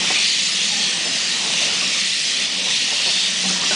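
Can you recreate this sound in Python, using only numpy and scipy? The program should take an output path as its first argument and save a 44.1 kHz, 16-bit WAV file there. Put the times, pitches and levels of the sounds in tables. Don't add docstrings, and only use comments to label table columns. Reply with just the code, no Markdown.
import sys
import numpy as np
from scipy import signal
from scipy.io import wavfile

SR = 44100
rng = np.random.default_rng(int(sys.argv[2]) if len(sys.argv) > 2 else 0)


def voltage_ratio(decibels):
    exponent = np.asarray(decibels, float) / 20
    return 10 ** exponent


def waveform_to_disk(signal):
    frames = np.transpose(np.atleast_2d(signal))
    scaled = np.clip(frames, -1, 1) * 32767
    samples = np.round(scaled).astype(np.int16)
    wavfile.write(sys.argv[1], SR, samples)


N = 165375


def rms_one(x):
    return x / np.sqrt(np.mean(x ** 2) + 1e-20)


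def in_time(rows):
    s, *columns = np.transpose(rows)
    return [np.interp(np.arange(N) / SR, s, column) for column in columns]


def drift(rate_hz):
    r = np.exp(-80 * np.pi * rate_hz / SR)
    slow = signal.lfilter([1], [1, -2 * r, r * r], rng.standard_normal(N // 40 + 2002))[2000:]
    return np.interp(np.arange(N) / 40, np.arange(len(slow)), rms_one(slow - slow.mean()))


def high_pass(x, order, hz):
    return signal.sosfilt(signal.butter(order, hz, "high", fs=SR, output="sos"), x)


def resonance(x, hz, width_hz):
    r = np.exp(-np.pi * width_hz / SR)
    a = [1, -2 * r * np.cos(2 * np.pi * hz / SR), r * r]
    once = signal.lfilter([1, 0, -1], a, x)
    return signal.lfilter([1, 0, -1], a, once)


def ring(x, hz, t60_s):
    r = voltage_ratio(-60 / (t60_s * SR))
    w = 2 * np.pi * hz / SR
    return signal.lfilter([0, np.sin(w)], [1, -2 * r * np.cos(w), r * r], x)


def banded_noise(spectrum, span_hz, count, patch_db, flicker_db, tilt_db, sputter_db):
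    hz, db = np.transpose(spectrum)
    edges = np.geomspace(*span_hz, count + 1)
    white = rng.standard_normal((2, N + SR))
    out = 0
    for k, (low, high) in enumerate(zip(edges, edges[1:])):
        sos = signal.butter(2, [low, high], "band", fs=SR, output="sos")
        band = signal.sosfilt(sos, white[k % 2])[SR:]
        mid = np.sqrt(low * high)
        level = np.interp(np.log(mid), np.log(hz), db) + tilt_db * np.log2(mid / edges[count // 2])
        level = level + patch_db * drift(3.46) + flicker_db * drift(25)
        level = level + sputter_db * np.log2(mid / edges[0]) * drift(120)
        out = out + band * voltage_ratio(level)
    return rms_one(out)


def rolling():
    # start_s [s], rumble_db [dB], drone_db [dB]
    load = [(0.0, -35, -32), (0.09, -34, -30), (0.21, -39, -59), (0.25, -42, -32), (0.28, -42.5, -46.5),
            (1.01, -38, -31), (1.21, -38.5, -46), (1.67, -35.5, -32), (2.21, -42, -44), (2.7, -37.5, -37),
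            (2.74, -40.5, -46), (3.22, -39, -33.5), (3.25, -40, -43), (3.49, -37, -23), (3.72, -35.5, -37),
            (3.75, -33.5, -41)]
    # pitch_hz [Hz], level_db [dB per Hz]
    roll_colour = [(15, -52), (25, -22), (91, -24.5), (185, 0), (373, -7.5), (553, -4.5), (880, -6),
                   (1560, -3.5), (1800, -6), (2340, -35), (3960, -120)]
    rumble_db, drone_db = in_time(load)
    rumble = banded_noise(roll_colour, (22, 2300), count=20, patch_db=1.63, flicker_db=1.6,
                          tilt_db=-1.5, sputter_db=0)
    drone = resonance(rng.standard_normal(N + SR), hz=184.8, width_hz=20.6)
    drone = rms_one(drone[SR:])
    return rumble * voltage_ratio(rumble_db + 3) + drone * voltage_ratio(drone_db - 7)


def squeal():
    # start_s [s], pitch_hz [Hz], level_db [dB]
    squeal_path = [
        (.69, 830, -65),
        (.725, 845, -35),
        (.75, 810, -55),
        (.775, 795, -37),
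        (.805, 865, -45),
        (.9, 820, -48),
        (1.0, 785, -48),
        (1.05, 775, -68),
    ]
    hz, db = in_time(squeal_path)
    level = np.sqrt(2) * voltage_ratio(db + .7 * drift(30))
    wavering_hz = hz + 2.1 * drift(27)
    return level * np.sin(2 * np.pi * np.cumsum(wavering_hz) / SR)


def struck(contact, hz, t60_s, db):
    tone = ring(contact, hz, t60_s)
    return voltage_ratio(db) * tone / np.abs(tone).max()


def knocks():
    # start_s [s], level_db [dB peak], pitch_hz [Hz], contact_s [s], overtones_db [dB]
    blows = [(.015, -28.5, 880, .02, -12), (0.104, -13, 744, 0.01, -3), (.16, -25, 1185, 0.078, -9),
             (1.055, -21.5, 613, 0.05, -1), (1.15, -29, 580, 0.014, -5), (1.46, -27, 456, 0.1, -11),
             (1.622, -27.5, 598, 0.064, -22), (1.816, -22.5, 1170, .012, -15), (1.82, -24, 628, 0.028, -5),
             (1.955, -29, 1206, 0.017, -17), (2.666, -24, 945, 0.033, -8), (2.915, -21, 740, 0.019, -2),
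             (3.062, -19, 660, 0.037, -4), (3.44, -20.5, 780, .03, -5), (3.505, -25, 750, 0.013, -6),
             (3.56, -25.5, 960, 0.036, -13), (3.63, -23, 1166, .02, -10), (3.71, -11.5, 635, 0.031, -4)]
    # ratio [times main pitch], level_db [dB], t60_s [s]
    iron = [
        (1, -3, .06),
        (.6, -5, .05),
        (.8, -4, .05),
        (1.2, -4, .05),
        (1.42, -6, .06),
        (1.75, -11, .04),
    ]
    first_blow = .45
    out = np.zeros(N + SR)
    t = np.arange(SR // 2) / SR
    for s, db, hz, length, over_db in blows:
        grit = rng.standard_normal((len(iron) + 1, len(t)))
        touch_db = rng.normal(0, 0.61, len(iron))
        click = first_blow * np.sqrt(length * SR) * (t == 0)
        contact = grit * np.minimum(t / 0.0028, 1) * np.exp(-t / length) + click
        hit = 0
        for k, (ratio, level, t60_s) in enumerate(iron):
            ring_db = level + touch_db[k] + over_db * (k > 0)
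            hit = hit + struck(contact[k], hz * ratio, t60_s, ring_db)
        if s == blows[-1][0]:
            hit = hit + struck(contact[-1], hz=1490, t60_s=.14, db=-2.5)
        start = int(s * SR)
        out[start:start + len(t)] += voltage_ratio(db) * hit / np.abs(hit).max()
    return high_pass(out[:N], 2, 320)


def whistles():
    # start_s [s], length_s [s], pitch_hz [Hz], level_db [dB]
    edge_tones = [(0.04, 0.24, 2410, -25), (.2, 0.18, 4580, -24.5), (0.761, 0.2, 3310, -27.5),
                  (0.768, 0.14, 4300, -25), (1.552, 0.14, 3520, -25.5), (1.76, 0.15, 2720, -29),
                  (1.874, 0.24, 2290, -30.5), (1.266, .1, 3840, -26), (2.72, 0.18, 4240, -28),
                  (3.007, 0.37, 3610, -24), (2.9, 0.45, 4400, -25.5), (3.27, 0.22, 5870, -30),
                  (3.6, 0.17, 4820, -26)]
    out = np.zeros(N)
    t = np.arange(N) / SR
    for s, length, hz, db in edge_tones:
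        swell = np.sin(np.pi * np.clip((t - s) / length, 0, 1))
        breath = resonance(rng.standard_normal(N), hz, width_hz=390)
        out += voltage_ratio(db) * swell * rms_one(breath)
    return out


def jets():
    # start_s [s], level_db [dB]
    flow = [(0.0, -20.5), (0.16, -18.5), (0.7, -20.5), (0.87, -20), (0.99, -21.5), (1.54, -20.5),
            (1.64, -19), (1.7, -20.5), (2.44, -20), (2.47, -22.5), (2.68, -21.5), (2.71, -18.5),
            (2.79, -20), (3.15, -19.5), (3.34, -21.5), (3.5, -19), (3.57, -22), (3.75, -19)]
    # pitch_hz [Hz], level_db [dB per Hz]
    jet_colour = [(1000, -50), (1700, -13), (1840, -2), (2120, -6.5), (2670, -1), (3610, 0), (6040, -4.5),
                  (9900, -17.5), (12900, -40), (21800, -120)]
    flow_db, = in_time(flow)
    brighter_db = 0.022 * (flow_db - flow_db.mean())
    hiss = banded_noise(jet_colour, (1550, 10600), count=30, patch_db=1.56, flicker_db=0.2,
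                        tilt_db=brighter_db, sputter_db=-0.47)
    hiss = high_pass(hiss, 4, 1750)
    return hiss * voltage_ratio(flow_db + 0.65 + 0.26 * drift(20))


def scene():
    mono = rolling() + squeal() + knocks() + whistles() + jets()
    return np.tile(mono, (2, 1))


def camera_steps(x):
    m, frame = 44, 36
    size = 16 * m
    dead_zone = .42
    coarse_share = .85
    f = np.linspace(0, 1, 33)
    low = signal.firwin2(size, np.r_[f / m, 1], np.r_[np.cos(np.pi * f / 2), 0], window=("kaiser", 3))
    n = np.arange(size) - (size - 1) / 2
    k = np.arange(10, 20)[:, None]
    bank = 2 * np.sqrt(m) * low * np.cos((k + .5) * np.pi * n / m + (-1) ** k * np.pi / 4)
    steps = (N // (m * frame) + 2) * frame
    padded = np.r_[np.zeros(size), x, np.zeros(steps * m - N)]
    windows = np.lib.stride_tricks.sliding_window_view(padded, size)[::m][:steps]
    bands = (windows @ bank.T).reshape(-1, frame, len(k))
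    edge = dead_zone * np.abs(bands).max(axis=1, keepdims=True)
    kept = np.sign(bands) * (np.abs(bands) > edge)
    power = np.mean(bands ** 2, axis=1, keepdims=True)
    kept = kept * np.sqrt(power / (np.mean(kept ** 2, axis=1, keepdims=True) + 1e-9))
    coarse = rng.random((len(bands), 1, len(k))) < coarse_share
    error = ((kept - bands) * coarse).reshape(steps, -1) @ bank
    out = np.r_[padded, np.zeros(size)]
    for i in range(size // m):
        out[i * m:(i + steps) * m] += error[:, i * m:(i + 1) * m].ravel()
    return out[size:size + N]


def split_ears(mono):
    # start_s [s], length_s [s], low_hz [Hz], high_hz [Hz]
    split_bands = [
        (.44, .046, 4150, 7600),
        (.51, .046, 4650, 5700),
        (1.0, .046, 8300, 9600),
        (1.025, .07, 5150, 6300),
        (1.045, .046, 6300, 6900),
        (1.07, .046, 6300, 7600),
        (1.557, .046, 8300, 9650),
        (2.253, .046, 4650, 5700),
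        (2.485, .046, 6300, 7600),
    ]
    side = np.zeros(N)
    t = np.arange(N) / SR
    for s, length, low, high in split_bands:
        sos = signal.butter(6, [low, high], "band", fs=SR, output="sos")
        gate = np.sin(np.pi * np.clip((t - s) / length, 0, 1))
        level = np.sqrt(np.sum((gate * signal.sosfilt(sos, mono)) ** 2) / np.sum(gate ** 2))
        noise = rms_one(signal.sosfilt(sos, rng.standard_normal(N)))
        side += 0.59 * level * gate * noise
    return mono + side * np.array([[1], [-1]])


def low_pass(x):
    return signal.sosfilt(signal.butter(12, 10570, fs=SR, output="sos"), x)


def record(dry):
    top_cut = signal.ellip(14, .5, 90, 10030, fs=SR, output="sos")
    mono = signal.sosfilt(top_cut, camera_steps(dry[0]))
    return low_pass(split_ears(mono))


dry = scene()
out = record(dry)
waveform_to_disk(out)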